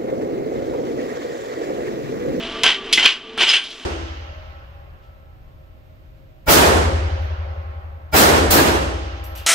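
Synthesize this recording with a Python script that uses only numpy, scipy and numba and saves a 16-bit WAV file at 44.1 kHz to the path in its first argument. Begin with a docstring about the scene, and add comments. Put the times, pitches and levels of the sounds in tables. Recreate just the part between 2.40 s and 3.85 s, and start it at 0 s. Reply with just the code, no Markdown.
"""A pointed steel tool strikes a weld bead and drags along it in three quick strokes; plate and tool ring briefly.
Blows are decaying bright noise that rings steel modes; the drag is dense random grains through the same steel.
Slag snaps off in very short bursts and chips fall with a tick and skitter, over a little room sound.
Workshop noise and a few narrow hum tones lie below. The pair of signals differs slightly in lag and treble;
a gain control sinks under the strokes and the highest peaks clip."""
import sys
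import numpy as np
from scipy import signal
from scipy.fft import rfft, irfft, next_fast_len
from scipy.io import wavfile
from numba import njit

SR = 44100
rng = np.random.default_rng(int(sys.argv[2]) if len(sys.argv) > 2 else 0)


def amplitude_ratio(level_db):
    """Convert a level in decibels to the matching linear amplitude (field) ratio."""
    exponent = np.asarray(level_db, float) / 20
    return 10 ** exponent


def materialize(psi):
    """Save the field psi as 16-bit PCM at rate SR to the path in sys.argv[1].

    A 1-D psi becomes a single channel; in a 2-D psi each row is a channel.
    """
    bounded = np.clip(np.atleast_2d(psi).T, -1, 1)
    quanta = np.round(bounded * 32767).astype(np.int16)
    wavfile.write(sys.argv[1], SR, quanta)


N = 63945


def rms_one(x):
    """Scale to rms 1."""
    return x / np.sqrt(np.mean(x ** 2) + 1e-20)


def colour(x, points):
    """Shape a signal causally by a (Hz, dB) table, with minimum phase from the folded cepstrum."""
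    size = 4096
    hz = np.maximum(np.arange(size // 2 + 1) * SR / size, 1)
    knots_hz, knots_db = np.transpose(points)
    log_gain = np.log(amplitude_ratio(np.interp(np.log(hz), np.log(knots_hz), knots_db)))
    cepstrum = irfft(log_gain)
    cepstrum[1:size // 2] *= 2
    cepstrum[size // 2 + 1:] = 0
    impulse = irfft(np.exp(rfft(cepstrum)))
    return signal.fftconvolve(x, impulse)[:N]


def drift(rate_hz):
    """Slow random wander of rms 1: noise through two equal one-pole lowpasses."""
    r = np.exp(-2 * np.pi * rate_hz / SR)
    wander = signal.lfilter([1], [1, -2 * r, r * r], rng.standard_normal(N + SR))
    return rms_one(wander[SR:])


def ring(x, hz, t60_s):
    """Two-pole resonator: a unit click sets a decaying sine of starting height 1 ringing."""
    r = amplitude_ratio(-60 / (t60_s * SR))
    w = 2 * np.pi * hz / SR
    return signal.lfilter([0, np.sin(w)], [1, -2 * r * np.cos(w), r * r], x + 1e-18)


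def clicks(s, db):
    """Single-sample clicks at the given times."""
    out = np.zeros(N)
    out[(np.asarray(s) * SR).astype(int)] = amplitude_ratio(np.asarray(db))
    return out


def band(x, order, hz, side):
    """Butterworth filter; side is "low" or "high"."""
    return signal.sosfilt(signal.butter(order, hz, side, fs=SR, output="sos"), x)


def bursts(table, t60_s):
    """Sum of sudden exponential decays, one per (s, dB) row."""
    t = np.arange(N) / SR
    return sum(amplitude_ratio(db - 60 * np.maximum(t - s, 0) / t60_s) * (t >= s) for s, db in table)


# Broad colour shared by the blows, the drag and the snaps, with a broad peak near 3.1 kHz. Each row: frequency
# in Hz, relative level in dB per Hz.
WORK_COLOUR = [(88, -48), (150, -27.5), (412, -14.5), (500, -22.5), (1130, -13), (1290, -21.5),
               (1540, -16), (3100, -2), (4070, -13), (5240, -18), (15500, -46)]
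# Modes of plate and tool. Each row: frequency in Hz, relative level in dB, t60 in s.
STEEL_MODES = [(1597.7, -5, 0.085), (2060, -5.5, 0.073), (2320, -18, 0.069), (2940, -43, 0.17),
               (2980, -37, 0.34), (3122, 4.5, 0.092), (3400, -2, 0.065), (4690, -26, 0.19),
               (5070, -9, 0.07), (7700, -29, .25), (8600, -46, 0.37), (9700, -27.5, 0.043)]
LOWS_HZ = 1664   # lows lie below, in drag and blows

# Tip dragging over the bead, one list per stroke.
# Each row: time in seconds, level in dB, treble in dB re middle, lows in dB re middle.
DRAG_STROKES = [
    [(.233, -34.5, -4, -7), (.238, -24, 17, 18.5), (.274, -8.5, -9, -2), (.295, -14, -4, 5),
     (.32, -14.5, -3, -2), (.355, -21, -22, -5.5), (.40, -37, -10, -5)],
    [(.527, -34, -4, 5), (.5285, -20.5, 27, -5), (.545, -22.5, 18, -29), (.5745, -22.5, 12.5, -28),
     (.5765, -9, -10, 3), (.595, -11.5, 5.5, 3.5), (.622, -13, -7, 0), (.648, -15, 8, 9),
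     (.66, 7.5, -30, -9.5), (.675, -2, -5, -6), (.715, -7, -10, -4.5), (.77, -30.5, -3, 9.5)],
    [(.975, -32, -55, -83), (.98, -12, -26, 6), (.995, -11, -10, 0), (1.03, -1.5, -3.5, 0.5),
     (1.062, -11.5, -3, -1.5), (1.10, -4.5, 7.5, -2), (1.126, -3, -2, -4), (1.152, 3.5, -3, -4),
     (1.159, 1.5, 0, -6.5), (1.166, 4, -7, -13.5), (1.19, -7.5, -27, -2), (1.22, -16.5, -4, -1),
     (1.30, -38.5, 16.5, 13.5)],
]
GRAINS_PER_S, GRAIN_SPREAD_DB = 9000, 2.5
CLUMP_DB, CLUMP_HZ = 2.0, 120
TREBLE_HZ = 5280
TOOL_HZ = 4500   # modes above belong to the tool and ring only when it strikes
DRAG_RING_DB = -5


def drag_steel(force):
    """Broad colour of the tool work and sum of plate modes set off by a force."""
    broad = colour(force, WORK_COLOUR)
    rung = sum(amplitude_ratio(db) * ring(force, hz, t60_s) for hz, db, t60_s in STEEL_MODES if hz < TOOL_HZ)
    return broad, rung


def scrape():
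    """Dense clumped grains of force under the stroke excite the broad colour and the plate modes."""
    s, *columns = np.transpose(sum(DRAG_STROKES, []))
    level_db, treble_db, lows_db = [np.interp(np.arange(N) / SR, s, c) for c in columns]
    sizes = amplitude_ratio(GRAIN_SPREAD_DB * np.minimum(rng.exponential(1, N), 4.0)) * rng.choice([-1, 1], N)
    hits = rng.random(N) < GRAINS_PER_S / SR
    grains = rms_one(sizes * hits * amplitude_ratio(CLUMP_DB * drift(CLUMP_HZ)))
    low = band(grains, 4, LOWS_HZ, "low")
    rest = band(grains, 4, LOWS_HZ, "high")
    middle = band(rest, 2, TREBLE_HZ, "low")
    high = band(rest, 2, TREBLE_HZ, "high")
    # treble subtracted: second-order halves would cancel at the crossover
    broad, rung = drag_steel(amplitude_ratio(level_db) * (middle + amplitude_ratio(lows_db) * low - amplitude_ratio(treble_db) * high))
    unit_broad, unit_rung = drag_steel(middle + low - high)
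    return broad / unit_broad.std() + amplitude_ratio(DRAG_RING_DB) * rung / unit_rung.std()


# Sharp blows of the tip. Each row: start in seconds, relative level in dB, lows in dB re level,
# frequency in Hz that picks the nearest mode, boost of that mode in dB.
TIP_BLOWS = [(0.2344, -3, -10, 9700, 26), (0.5271, 2, -22, 9700, 23), (0.5762, -7, -3, 2060, 26),
             (.656, -1, -4, 3122, -14), (.977, -18, 27, 8600, 47.5), (1.031, -3, -20, 2320, 27),
             (1.046, -16, -22, 7700, 45), (1.091, -5, -15, 5070, 32), (1.124, -17, 2, 8600, 58.5),
             (1.14, -11, -5, 4690, 14)]
CRACK_T60_S = 0.022
BLOW_RING_DB, CLICK_DB, MODE_SPREAD_DB = -14.5, -10.5, 2.5
THUD_HZ, THUD_T60_S, THUD_DB = 288, 0.011, -36


def blows():
    """Each blow: bright noise crack, click and chatter into a fresh mix of modes with one favoured, low thud."""
    s, db, lows_db, favoured_hz, boost_db = np.transpose(TIP_BLOWS)
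    t = np.arange(N) / SR
    falls = [amplitude_ratio(-60 * np.maximum(t - a, 0) / CRACK_T60_S) * (t > a - 1 / SR) for a in s]
    grit = rms_one(np.diff(colour(rng.standard_normal(N), WORK_COLOUR), prepend=0))
    low = band(grit, 4, LOWS_HZ, "low")
    high = band(grit, 4, LOWS_HZ, "high")
    crack = .5 * (amplitude_ratio(db) @ falls * high + amplitude_ratio(db + lows_db) @ falls * low)

    mix_db = rng.normal(0, MODE_SPREAD_DB, (len(s), len(STEEL_MODES)))
    nearest = np.abs(favoured_hz[:, None] - np.array(STEEL_MODES)[:, 0]).argmin(axis=1)
    chatter = .5 * rng.standard_normal(N) / np.sqrt(CRACK_T60_S * SR / (2 * np.log(1000)))
    force = chatter + clicks(s, 0 * db + CLICK_DB)
    slow_falls = [np.sqrt(f) for f in falls]   # chatter outlasts the crack
    rung = np.zeros(N)
    for k, (hz, mode_db, t60_s) in enumerate(STEEL_MODES):
        force_db = db + mode_db + BLOW_RING_DB + mix_db[:, k]
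        force_db = force_db + boost_db * (nearest == k) + lows_db * (hz < LOWS_HZ)
        rung += ring(force * (amplitude_ratio(force_db) @ slow_falls), hz, t60_s)
    thud = ring(clicks(s, db + lows_db + THUD_DB), THUD_HZ, THUD_T60_S)
    return crack + rung + thud


# Flakes of slag snapping off under the tip. Each row: start in seconds, starting level in dB.
SLAG_SNAPS = [(1.0062, 0), (1.019, -1), (1.027, 2), (1.0372, 0), (1.1015, 1), (1.1058, 0), (.665, 0)]
SNAP_T60_S = 0.007


def snaps():
    """Each flake breaks with a very short noise burst in the broad colour of the tool work."""
    envelope = bursts(SLAG_SNAPS, SNAP_T60_S)
    noise = rng.standard_normal(N)
    return colour(envelope * noise, WORK_COLOUR) / colour(noise, WORK_COLOUR).std()


# Loose slag chips falling on the bench. Each row: start in seconds, starting level of the skitter in dB.
SLAG_CHIPS = [(1.2387, -15.5), (1.305, -23.5)]
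# Colour of the skitter. Each row: frequency in Hz, relative level in dB per Hz.
SKITTER_COLOUR = [(1800, -13), (3300, 5.5), (9500, -26), (15000, -39)]
CHIP_T60_S, CHIP_GRAINS_PER_S = 0.34, 7000
TICK_HZ, TICK_T60_S, TICK_DB = 10200, 0.007, -1.5   # dB re chip


def chips():
    """Small brittle chips land with a bright ringing tick and skitter as decaying coloured grains."""
    envelope = bursts(SLAG_CHIPS, CHIP_T60_S)
    grains = rng.standard_normal(N) * (rng.random(N) < CHIP_GRAINS_PER_S / SR)
    skitter = envelope * rms_one(colour(grains, SKITTER_COLOUR))
    s, db = np.transpose(SLAG_CHIPS)
    return skitter + ring(clicks(s, db + TICK_DB), TICK_HZ, TICK_T60_S)


ROOM_T60_S, ROOM_DB = 0.23, -7.5


def room(x):
    """Dense reflections from bench and walls: convolution with decaying noise of unit energy."""
    tail = rng.standard_normal(N // 2) * amplitude_ratio(-60 * np.arange(N // 2) / SR / ROOM_T60_S)
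    return signal.fftconvolve(x, tail / np.linalg.norm(tail))[:N]


# Colour of the workshop noise. Each row: frequency in Hz, relative level in dB per Hz.
SHOP_COLOUR = [(12, -38), (20, 0), (149, -24.5), (245, -2), (298, -5.5), (440, -10), (520, -12),
               (650, -12.5), (3090, -14), (15500, -58.5)]
# Hum tones. Each row: frequency in Hz, width in Hz, rms level in dB.
HUM_TONES = [(244, 25, -41), (345, 20, -43), (395, 6, -40), (445, 4, -36), (668, 6, -45), (1168, 10, -41)]
SHOP_DB = -33.5


def shop():
    """Broad coloured noise plus hum tones, each noise through a narrow resonance."""
    out = amplitude_ratio(SHOP_DB) * rms_one(colour(rng.standard_normal(N), SHOP_COLOUR))
    for hz, width_hz, db in HUM_TONES:
        t60_s = np.log(1000) / np.pi / width_hz
        tone = ring(rng.standard_normal(N + SR), hz, t60_s)[SR:]
        out = out + amplitude_ratio(db) * rms_one(tone)
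    return out


# Lag of the left port behind the right. Each row: frequency in Hz, lag in microseconds.
PORT_LAG = [(700, 4.1), (2400, 15.2), (15000, 30)]
UNALIKE_DB, UNALIKE_HZ = -10, 7000


def ports(mid):
    """Two ports hear nearly the same sound: left a little later, scattered treble of opposite sign in each."""
    size = next_fast_len(N + 64)
    hz = np.arange(size // 2 + 1) * SR / size
    knots_hz, knots_us = np.transpose(PORT_LAG)
    lag_s = np.interp(np.log(hz + 1), np.log(knots_hz), knots_us) / 10 ** 6
    turn = np.exp(-1j * np.pi * hz * lag_s)   # half the lag; the right port is advanced by as much
    pair = irfft(rfft(mid, size) * np.array([turn, 1 / turn]), size)[:, :N]
    scatter = rng.standard_normal(2000) * amplitude_ratio(-np.arange(2000) / 50)
    other = signal.fftconvolve(mid, scatter / np.linalg.norm(scatter))[:N]
    return pair + amplitude_ratio(UNALIKE_DB) * band(other, 1, UNALIKE_HZ, "high") * [[1], [-1]]


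def scene():
    """Tool work with its room sound, over the workshop, at two ports."""
    work = scrape() + blows() + snaps() + chips()
    return ports(work + amplitude_ratio(ROOM_DB) * room(work) + shop())


GAIN_KNEE_DB, GAIN_SENSE_S = -19.5, 0.0032
GAIN_FALL_DB_PER_S_PER_DB, GAIN_RISE_DB_PER_S = 11.5, 20   # fall is per dB over the knee
CLIP_LEVEL = 1.02


@njit
def ride(level_db, knee_db, fall, rise):
    """Gain in dB falls while the output is over the knee and creeps back under it; fall, rise per sample."""
    gain_db, g = np.zeros(len(level_db)), 0.
    for i in range(len(level_db)):
        over = level_db[i] + g - knee_db
        g = g - fall * over if over > 0 else min(0., g + rise)
        gain_db[i] = g
    return gain_db


def top_cut(x):
    """Nothing passes above the cut-off."""
    return signal.sosfilt(signal.butter(12, 15690, fs=SR, output="sos"), x)


def record(dry):
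    """Gain control driven by the smoothed power of both channels, then hard clipping."""
    r = np.exp(-1 / (GAIN_SENSE_S * SR))
    power = signal.lfilter([1 - r], [1, -r], np.mean(dry ** 2, 0))
    level_db = 10 * np.log10(power + 1e-12)
    gain_db = ride(level_db, GAIN_KNEE_DB, GAIN_FALL_DB_PER_S_PER_DB / SR, GAIN_RISE_DB_PER_S / SR)
    mix = np.clip(dry * amplitude_ratio(gain_db), -CLIP_LEVEL, CLIP_LEVEL)
    return top_cut(mix)


dry = scene()
out = record(dry)
materialize(out)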